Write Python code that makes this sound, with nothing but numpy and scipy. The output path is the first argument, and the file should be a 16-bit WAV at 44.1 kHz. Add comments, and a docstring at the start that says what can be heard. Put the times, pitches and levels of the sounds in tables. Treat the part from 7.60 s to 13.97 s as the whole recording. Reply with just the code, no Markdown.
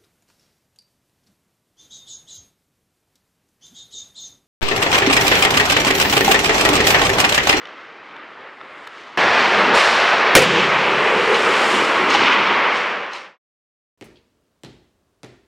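"""Soft rubbing and a few ticks come first: a hockey stick is taped in a ventilated corridor.
Then, abruptly, a loud ice rink: a goalie shuffles and drops on his pads, a puck bangs and overloads
the preamplifier, a skater carves past, and everything fades away; both ears hear the same.
Air, tape, gliding blades and ice are shaped noise and random grains under swells of force; a turning
blade hums as narrow-band noise; stick blade, boots, steel and knocks on the ice ring as decaying modes."""
import sys
import numpy as np
from scipy import signal
from scipy.fft import rfft, irfft, next_fast_len
from scipy.io import wavfile
from scipy.ndimage import uniform_filter1d, map_coordinates

SR = 44100
rng = np.random.default_rng(int(sys.argv[2]) if len(sys.argv) > 2 else 0)


def inscribe(sig):
    """Save sig as 16-bit PCM at rate SR to the path in sys.argv[1].

    A 1-D sig is mono; a 2-D sig holds one channel per row.
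    Samples are clipped to [-1, 1] before scaling.
    """
    pcm = np.round(np.clip(np.atleast_2d(sig).T, -1, 1) * 32767)
    wavfile.write(sys.argv[1], SR, pcm.astype(np.int16))


N = 281137


def amp(db):
    """The decibel law: level to amplitude ratio."""
    return 10 ** (np.asarray(db) / 20)


def unit(x):
    """Normalization to an rms amplitude of 1."""
    return x / np.sqrt(np.mean(x ** 2) + 1e-20)


def clock():
    """Uniform sampling: the time of every sample [s]."""
    return np.arange(N) / SR


def wobble(rate):
    """Band-limited random modulation: a smooth curve through rate random knots a second."""
    knots = rng.standard_normal(int(N * rate / SR) + 4)
    return map_coordinates(knots, [clock() * rate])


def filtered(x, response):
    """Linear filtering: the spectrum of x times a response of frequency."""
    m = next_fast_len(N + SR // 2)  # padding keeps the end from wrapping round
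    hz = np.fft.rfftfreq(m, 1 / SR)
    return irfft(rfft(x, m) * response(hz), m)[:N]


def coloured(x, spectrum):
    """Spectral shaping: x filtered by levels drawn over log frequency, at rms 1."""
    f, db = np.transpose(spectrum)
    return unit(filtered(x, lambda hz: amp(np.interp(np.log(hz + 1), np.log(f), db))))


def rush(spectrum, patchy_db):
    """Turbulent noise of rms 1: its bands swell and sink in patches of time and frequency."""
    z = signal.stft(rng.standard_normal(N), nperseg=1024)[2]
    field = rng.standard_normal(z.shape)
    field = uniform_filter1d(field, size=6, axis=0)  # across frequency
    field = uniform_filter1d(field, size=8, axis=1)  # along time
    patchy = signal.istft(z * amp(patchy_db * unit(field)), nperseg=1024)[1][:N]
    return coloured(patchy, spectrum)


def crackle(spectrum, rate, spread_db, share):
    """Random fracture: uneven grains, rate a second, take a share of the power beside a smooth hiss; rms 1."""
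    happens = rng.random(N) < rate / SR
    sign = rng.choice([-1, 1], N)
    size = amp(spread_db * np.clip(rng.standard_normal(N), -2, 2))
    grains = np.sqrt(share) * unit(happens * sign * size)
    hiss = np.sqrt(1 - share) * rng.standard_normal(N)
    return coloured(grains + hiss, spectrum)


def dying(s, t60):
    """Exponential decay: an envelope that starts at time s and falls 60 dB in t60."""
    age = clock() - s
    return (age >= 0) * amp(-60 * np.abs(age) / t60)


def struck(blows, modes):
    """Modal excitation: each (time, peak level) blow rings the damped modes at new strengths."""
    out, t = np.zeros(N + SR), np.arange(SR // 2) / SR
    hz, level, t60 = np.transpose(modes)[:, :, None]
    onset = 1 - np.exp(-(2 * hz * t) ** 2)  # each mode builds up within its first cycle
    damped = onset * amp(-60 * t / t60) * np.sin(2 * np.pi * hz * t)
    for s, db in blows:
        strength = amp(level + 2 * rng.standard_normal(hz.shape)) * rng.choice([-1, 1], hz.shape)
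        ring = np.sum(strength * damped, axis=0)
        start = max(round(s * SR), 0)
        out[start:start + len(t)] += amp(db) * ring / np.abs(ring).max()
    return out[:N]


def swell(s, rise, release):
    """Exponential growth and decay: climbs its last 20 dB in rise, peaks at s, loses 20 dB in each release."""
    age = clock() - s
    return amp(-20 * np.maximum(-age / rise, age / release))


def swells(rows, power):
    """Addition of powers: the joint gain of (s, rise, release, dB) swells, each raised to a power."""
    total = sum((amp(db) * swell(s, rise, release) ** power) ** 2 for s, rise, release, db in rows)
    return np.sqrt(total)


def ventilation():
    """Broadband flow noise: a steady rush of air with slight unrest."""
    # Air noise: (frequency [Hz], relative spectral density [dB])
    vent_spectrum = [(25, -55), (45, -38), (75, -27), (110, -15.5), (200, -8.5), (280, -4), (390, 0),
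                     (660, -2), (1000, 0.5), (1280, 3.5), (1500, 0), (2060, 0), (3200, -11), (5000, -24),
                     (9000, -61.5), (13000, -82)]
    level_db, waver_db = -39, -1
    return amp(level_db + waver_db * wobble(11.5)) * rush(vent_spectrum, patchy_db=1.0)


def taping():
    """Friction and adhesive fracture: each pull rubs cloth tape along the blade and peels its glue."""
    # Cloth rubbing: (frequency [Hz], relative spectral density [dB])
    tape_spectrum = [(1200, -17), (3000, 10.5), (4500, 1), (6000, -4.5), (8000, -18), (11000, -38),
                     (16000, -55)]
    # Glue peeling: (frequency [Hz], relative spectral density [dB])
    glue_spectrum = [(4000, -18), (7000, 7), (9000, -1.5), (11000, -9), (13000, -21), (16000, -27.5)]
    # Tape coming free: (frequency [Hz], relative spectral density [dB])
    snap_spectrum = [(1500, -13.5), (3000, -0.5), (9000, -5.5), (16000, -15)]
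    # Swells of tension; rise and release are per 20 dB before the powers below:
    # (peak time [s], rise [s], release [s], rubbing level [dB], peeling level [dB])
    pulls = [(.04, 0.34, .5, -52, -80), (.2, .3, .8, -55.5, -90), (.46, .05, .4, -59, -80),
             (.7, .2, .4, -60, -82), (1.25, 0.87, 0.33, -60, -67.5), (1.38, .25, .6, -47.5, -67)]
    snap_s, snap_db, snap_t60_s = 1.2738, -42, .014  # the tape snaps free of the roll
    *timing, rub_db, peel_db = np.transpose(pulls)
    rub_gain = swells(zip(*timing, rub_db), power=0.87)
    rub = rub_gain * crackle(tape_spectrum, rate=1500, spread_db=8, share=.35)
    peel_gain = swells(zip(*timing, peel_db), power=1.2)
    peel = peel_gain * crackle(glue_spectrum, rate=700, spread_db=4, share=.4)
    burst = coloured(rng.standard_normal(N), snap_spectrum)
    snap = amp(snap_db) * dying(snap_s, snap_t60_s) * burst
    return rub + peel + snap


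def blade_ticks():
    """Modal ringing of the stick blade: each tick joins a knock and a dry click."""
    # Ticks on the blade: (time [s], knock peak level [dB], dry click peak level [dB])
    tick_blows = [(0.015, -27, -39), (.055, -32, -27.5), (0.072, -35, -36), (.565, -26.5, -36),
                  (1.006, -28, -43), (1.013, -26, -35), (1.271, -25, -38), (1.2744, -27, -27)]
    # Knock modes: (frequency [Hz], relative level [dB], 60 dB decay time [s])
    blade_modes = [(950, -2, 0.011), (1310, 3, 0.016), (1710, 2, .012), (2230, -13, .008)]
    # Dry click modes: (frequency [Hz], relative level [dB], 60 dB decay time [s])
    click_modes = [(3000, 2, 0.022), (3550, 2, .016), (4300, -5, .006), (5400, -4, .005), (7550, -15, .002)]
    s, knock_db, click_db = np.transpose(tick_blows)
    return struck(zip(s, knock_db), blade_modes) + struck(zip(s, click_db), click_modes)


def corridor():
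    """Superposition of the ventilation, the taping and the ticking blade."""
    return ventilation() + taping() + blade_ticks()


def skating():
    """Rolling noise of sliding contact: the hall drones; loaded blades rumble, and roar as they glide."""
    # Hall drone and blade rumble: (frequency [Hz], relative spectral density [dB])
    drone_spectrum = [(20, -27.5), (55, -31), (100, -13.5), (145, -12.5), (195, -1), (275, -2.5), (390, 4),
                      (490, -2), (620, -2), (900, -22), (2000, -57)]
    # The goalie's shuffling: (frequency [Hz], relative spectral density [dB])
    shuffle_spectrum = [(200, -43), (450, -4.5), (620, -2.5), (950, 1), (1350, -0.5), (1750, -0.5),
                        (2600, -5), (3300, -13), (4500, -19.5), (8000, -62)]
    # The skater's glide: (frequency [Hz], relative spectral density [dB])
    glide_spectrum = [(200, -35.5), (500, -0.5), (700, -3.5), (900, -0.5), (1120, 1), (1300, -0.5),
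                      (1550, -0.8), (2200, -3), (2900, -8), (3600, -17.5), (4800, -27.5), (8000, -66),
                      (12000, -84.5)]
    hall_db, rumble_db, turn_rumble_db = -31, -25.5, -30
    drop_s = 2.16  # the goalie's blades rumble until he drops on his pads
    straighten_s, straighten_release_s = 4.62, .6  # the skater's rumble until he straightens up
    goalie_db, skater_db = -15, -17.5
    pass_s, pass_width_s, pass_gain_db = 4.85, 0.3, 0.46  # the skater comes closest
    mirror_s, mirror_share = .00091, 0.21  # a reflection off the ice hollows his glide close by

    # the goalie's broad scraping gives way to the approaching skater's hollower glide
    handover = np.interp(clock(), [2.7, 2.95], [0, np.pi / 2])
    upright = np.interp(clock(), [drop_s, drop_s + 0.043], [1, 0])
    straightened = np.maximum(clock() - straighten_s, 0)
    turning = np.sin(handover) * amp(-20 * straightened / straighten_release_s)
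    load = amp(rumble_db) * upright + amp(turn_rumble_db) * turning
    drone_gain = np.hypot(amp(hall_db), load) * amp(1.4 * wobble(16))
    drone = drone_gain * rush(drone_spectrum, patchy_db=1.5)

    goalie = amp(goalie_db) * np.cos(handover) * rush(shuffle_spectrum, patchy_db=1.05)
    nearness = 1 / (1 + ((clock() - pass_s) / pass_width_s) ** 2)
    skater_gain = amp(skater_db + pass_gain_db * nearness) * np.sin(handover)
    skater = skater_gain * rush(glide_spectrum, patchy_db=0.66)
    mirrored = mirror_share * nearness * np.interp(clock() - mirror_s, clock(), skater)
    return drone + amp(0.7 * wobble(30)) * (goalie + skater + mirrored)


def edges():
    """Brittle fracture under pressure: with each stroke an edge scrapes, shaves the ice and throws spray."""
    # Edge scraping: (frequency [Hz], relative spectral density [dB])
    scrape_spectrum = [(500, -30), (900, -6), (1150, 0.5), (1650, -7), (2200, -1), (3000, -2),
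                       (3800, -11.5), (6000, -35.5), (9000, -61)]
    # Shaved ice: (frequency [Hz], relative spectral density [dB])
    shavings_spectrum = [(1500, -26), (3000, 5.5), (3900, 4.5), (5500, 0.5), (7000, -11), (8800, -22),
                         (11000, -48), (16000, -59)]
    # Ice spray: (frequency [Hz], relative spectral density [dB])
    spray_spectrum = [(4000, -17.5), (7000, 5.5), (8800, -0.5), (10500, -8.5), (12500, -17.5), (15800, -24)]
    # Swells of pressure; rise and release are per 20 dB before the powers below: (peak time [s],
    # rise [s], release [s], scraping level [dB], shaved ice level [dB], spray level [dB])
    strokes = [(1.6, 0.25, 1, -28.5, -30.5, -49), (1.8, 0.43, 0.88, -26.5, -30.5, -50.5),
               (2.0, 0.61, .4, -31, -38, -48), (2.15, 0.026, 0.78, -23, -22, -33),
               (2.53, .2, .25, -27.5, -38, -58.5), (2.97, .12, .8, -21, -34, -56),
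               (3.26, 0.081, 0.62, -25.5, -46.5, -54), (3.75, 0.029, 0.7, -25, -35, -45.5),
               (4.13, 1.9, .9, -25.5, -29.5, -37), (4.15, .04, .13, -22.5, -40, -50),
               (4.506, .04, .3, -26, -27, -42.5), (4.55, .07, .14, -20, -24.5, -52),
               (4.64, .15, .8, -17.5, -30.5, -56), (5.165, .15, 0.55, -29, -33, -49.5),
               (5.545, 0.057, 0.43, -21, -25, -40)]
    shave_rest_db, spray_rest_db = -42.5, -71.5  # what flat blades shed between strokes
    *timing, scrape_db, shave_db, spray_db = np.transpose(strokes)
    scraped = swells(zip(*timing, scrape_db), power=1)
    shaved = np.hypot(amp(shave_rest_db), swells(zip(*timing, shave_db), power=1))
    # spray grows faster than the pressure on the edge
    thrown = np.hypot(amp(spray_rest_db), swells(zip(*timing, spray_db), power=1.8))
    scrape_grains = crackle(scrape_spectrum, rate=990, spread_db=3.5, share=.4)
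    scrape = scraped * amp(1.2 * wobble(35)) * scrape_grains
    shaving_grains = crackle(shavings_spectrum, rate=2500, spread_db=4.5, share=0.25)
    shavings = shaved * amp(0.73 * wobble(44)) * shaving_grains
    spray = thrown * crackle(spray_spectrum, rate=4000, spread_db=6.0, share=.35)
    return scrape + shavings + spray


def carving(knots_per_s, unrest_db):
    """Quadrature modulation: the ice hums under a turning blade, a narrow noise about a centre frequency."""
    # Turns: (peak time [s], rise per 20 dB [s], release per 20 dB [s], level [dB], centre frequency [Hz])
    turns = [(2.151, .07, 0.058, -18, 480), (2.99, 0.1, 0.12, -20, 420), (3.78, 1.2, 0.43, -21, 448.3),
             (4.48, 0.97, 0.36, -26.5, 383), (4.63, .05, .25, -30, 280)]
    out = np.zeros(N)
    for s, rise, release, db, centre_hz in turns:
        phase = 2 * np.pi * centre_hz * clock()
        in_phase = wobble(knots_per_s) * np.cos(phase)
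        quadrature = wobble(knots_per_s) * np.sin(phase)
        out += amp(db) * swell(s, rise, release) * unit(in_phase + quadrature)
    return out * amp(unrest_db * wobble(18))


def footwork():
    """Modal ringing on impact: knocks sound on the ice; each step knocks the boot and ticks its steel."""
    # Knocks on the ice: the goalie's pads slapping, then one lone knock after the shot, perhaps
    # the puck dropping: (time [s], peak level [dB])
    ice_knocks = [(2.145, -6.5), (2.152, -12), (2.158, -18), (2.164, -20), (2.169, -4), (2.1745, -1.5),
                  (2.183, -12), (2.968, -8.5)]
    # Modes of these knocks: (frequency [Hz], relative level [dB], 60 dB decay time [s])
    knock_modes = [(200, -31, 0.08), (352, -12, 0.058), (530, 10, 0.0207), (990, 24, 0.011),
                   (2298, 11, 0.0093)]
    # Skate blades set down: (time [s], boot knock peak level [dB], sharp tick peak level [dB])
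    step_blows = [(3.744, -16, -18.5), (4.503, -15, -15.5), (4.541, -17, -18), (4.548, -4, -27),
                  (4.607, -10.5, -25), (5.534, -16, -13.5), (5.551, -30, -29), (5.583, -19, -22)]
    # Boot modes: (frequency [Hz], relative level [dB], 60 dB decay time [s])
    boot_modes = [(824, 1, 0.099), (1176, -4.5, 0.076), (2120, -23, 0.03), (2890, 0, 0.02)]
    # Steel modes: (frequency [Hz], relative level [dB], 60 dB decay time [s])
    steel_modes = [(4070, 7, 0.078), (5410, -1, .04), (6350, 6, 0.024), (8340, -7, .02)]
    s, knock_db, tick_db = np.transpose(step_blows)
    steps = struck(zip(s, knock_db), boot_modes) + struck(zip(s, tick_db), steel_modes)
    return steps + struck(ice_knocks, knock_modes)


def puck():
    """Impact and reverberant decay: a shot cracks and rebounds; the boards thud and boom, the hall rings on."""
    # Blow and rebound: (time [s], reference level before each layer's offset [dB])
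    shot_blows = [(2.752, 16.5), (2.819, -7)]
    # Crack: (frequency [Hz], relative spectral density [dB])
    crack_spectrum = [(40, -19.5), (150, -4), (500, 5), (900, -9), (2200, -0.5), (3500, -11.5), (6000, -16),
                      (10000, -25), (16000, -43)]
    # Thud of the boards: (frequency [Hz], relative spectral density [dB])
    boards_spectrum = [(100, -26), (250, -17), (400, -12.5), (490, 3), (535, 3.5), (620, -11.5), (710, -15),
                       (850, -20.5), (2000, -42)]
    # Boom: (frequency [Hz], relative spectral density [dB])
    boom_spectrum = [(50, -27.5), (100, -8), (140, 3.5), (195, 7.5), (260, -22), (500, -51.5)]
    # Hall echo: (frequency [Hz], relative spectral density [dB])
    echo_spectrum = [(100, -32), (280, -10.5), (450, -1.5), (900, -15), (1600, -0.5), (2400, 3),
                     (3100, 2.5), (4000, -4.5), (7000, -16.5), (9500, -31.5), (12000, -49), (16000, -67.5)]
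    crack_gain = sum(amp(db - 3.5) * dying(s, t60=0.13) for s, db in shot_blows)
    crack = crack_gain * coloured(rng.standard_normal(N), crack_spectrum)
    s, db = shot_blows[0]  # only the first blow is heavy enough to shake the boards
    thud = amp(db - 12) * dying(s, t60=0.18) * coloured(rng.standard_normal(N), boards_spectrum)
    boom = amp(db - 42.0) * dying(s, t60=2.5) * coloured(rng.standard_normal(N), boom_spectrum)
    echo = amp(db - 30) * dying(s, t60=1.3) * rush(echo_spectrum, patchy_db=0.5)
    return crack + thud + boom + echo


def scene():
    """Superposition of sources: the corridor, then abruptly the rink until it has faded to silence."""
    rink_start_s = 1.574
    fade_start_s, fade_end_s, fade_power = 5.08, 5.785, 1.57
    ice = skating() + edges() + carving(knots_per_s=200, unrest_db=1.8) + footwork() + puck()
    fade = np.interp(clock(), [fade_start_s, fade_end_s], [1, 0]) ** fade_power
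    mono = np.where(clock() < rink_start_s, corridor(), ice * fade)
    return np.array([mono, mono])


def gain_control(x, ceiling, attack_s, recover_db):
    """Level compression: gain ducks when the mean level passes the ceiling, recovering recover_db a second."""
    pole = np.exp(-1 / (attack_s * SR))
    level = signal.lfilter([1 - pole], [1, -pole], np.abs(x))
    excess_db = 20 * np.log10(np.maximum(level / ceiling, 1))
    climb = recover_db * clock()
    return amp(climb - np.maximum.accumulate(excess_db + climb))


def record(dry):
    """Amplitude and band limiting: the preamplifier clips, gain control ducks, the top band is cut."""
    overload, top_hz = .95, 15830
    clipped = np.clip(dry[0], -overload, overload)
    held = clipped * gain_control(clipped, ceiling=0.49, attack_s=0.002, recover_db=25.5)
    mono = filtered(held, lambda hz: hz < top_hz)
    return np.array([mono, mono])


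dry = scene()
out = record(dry)
inscribe(out)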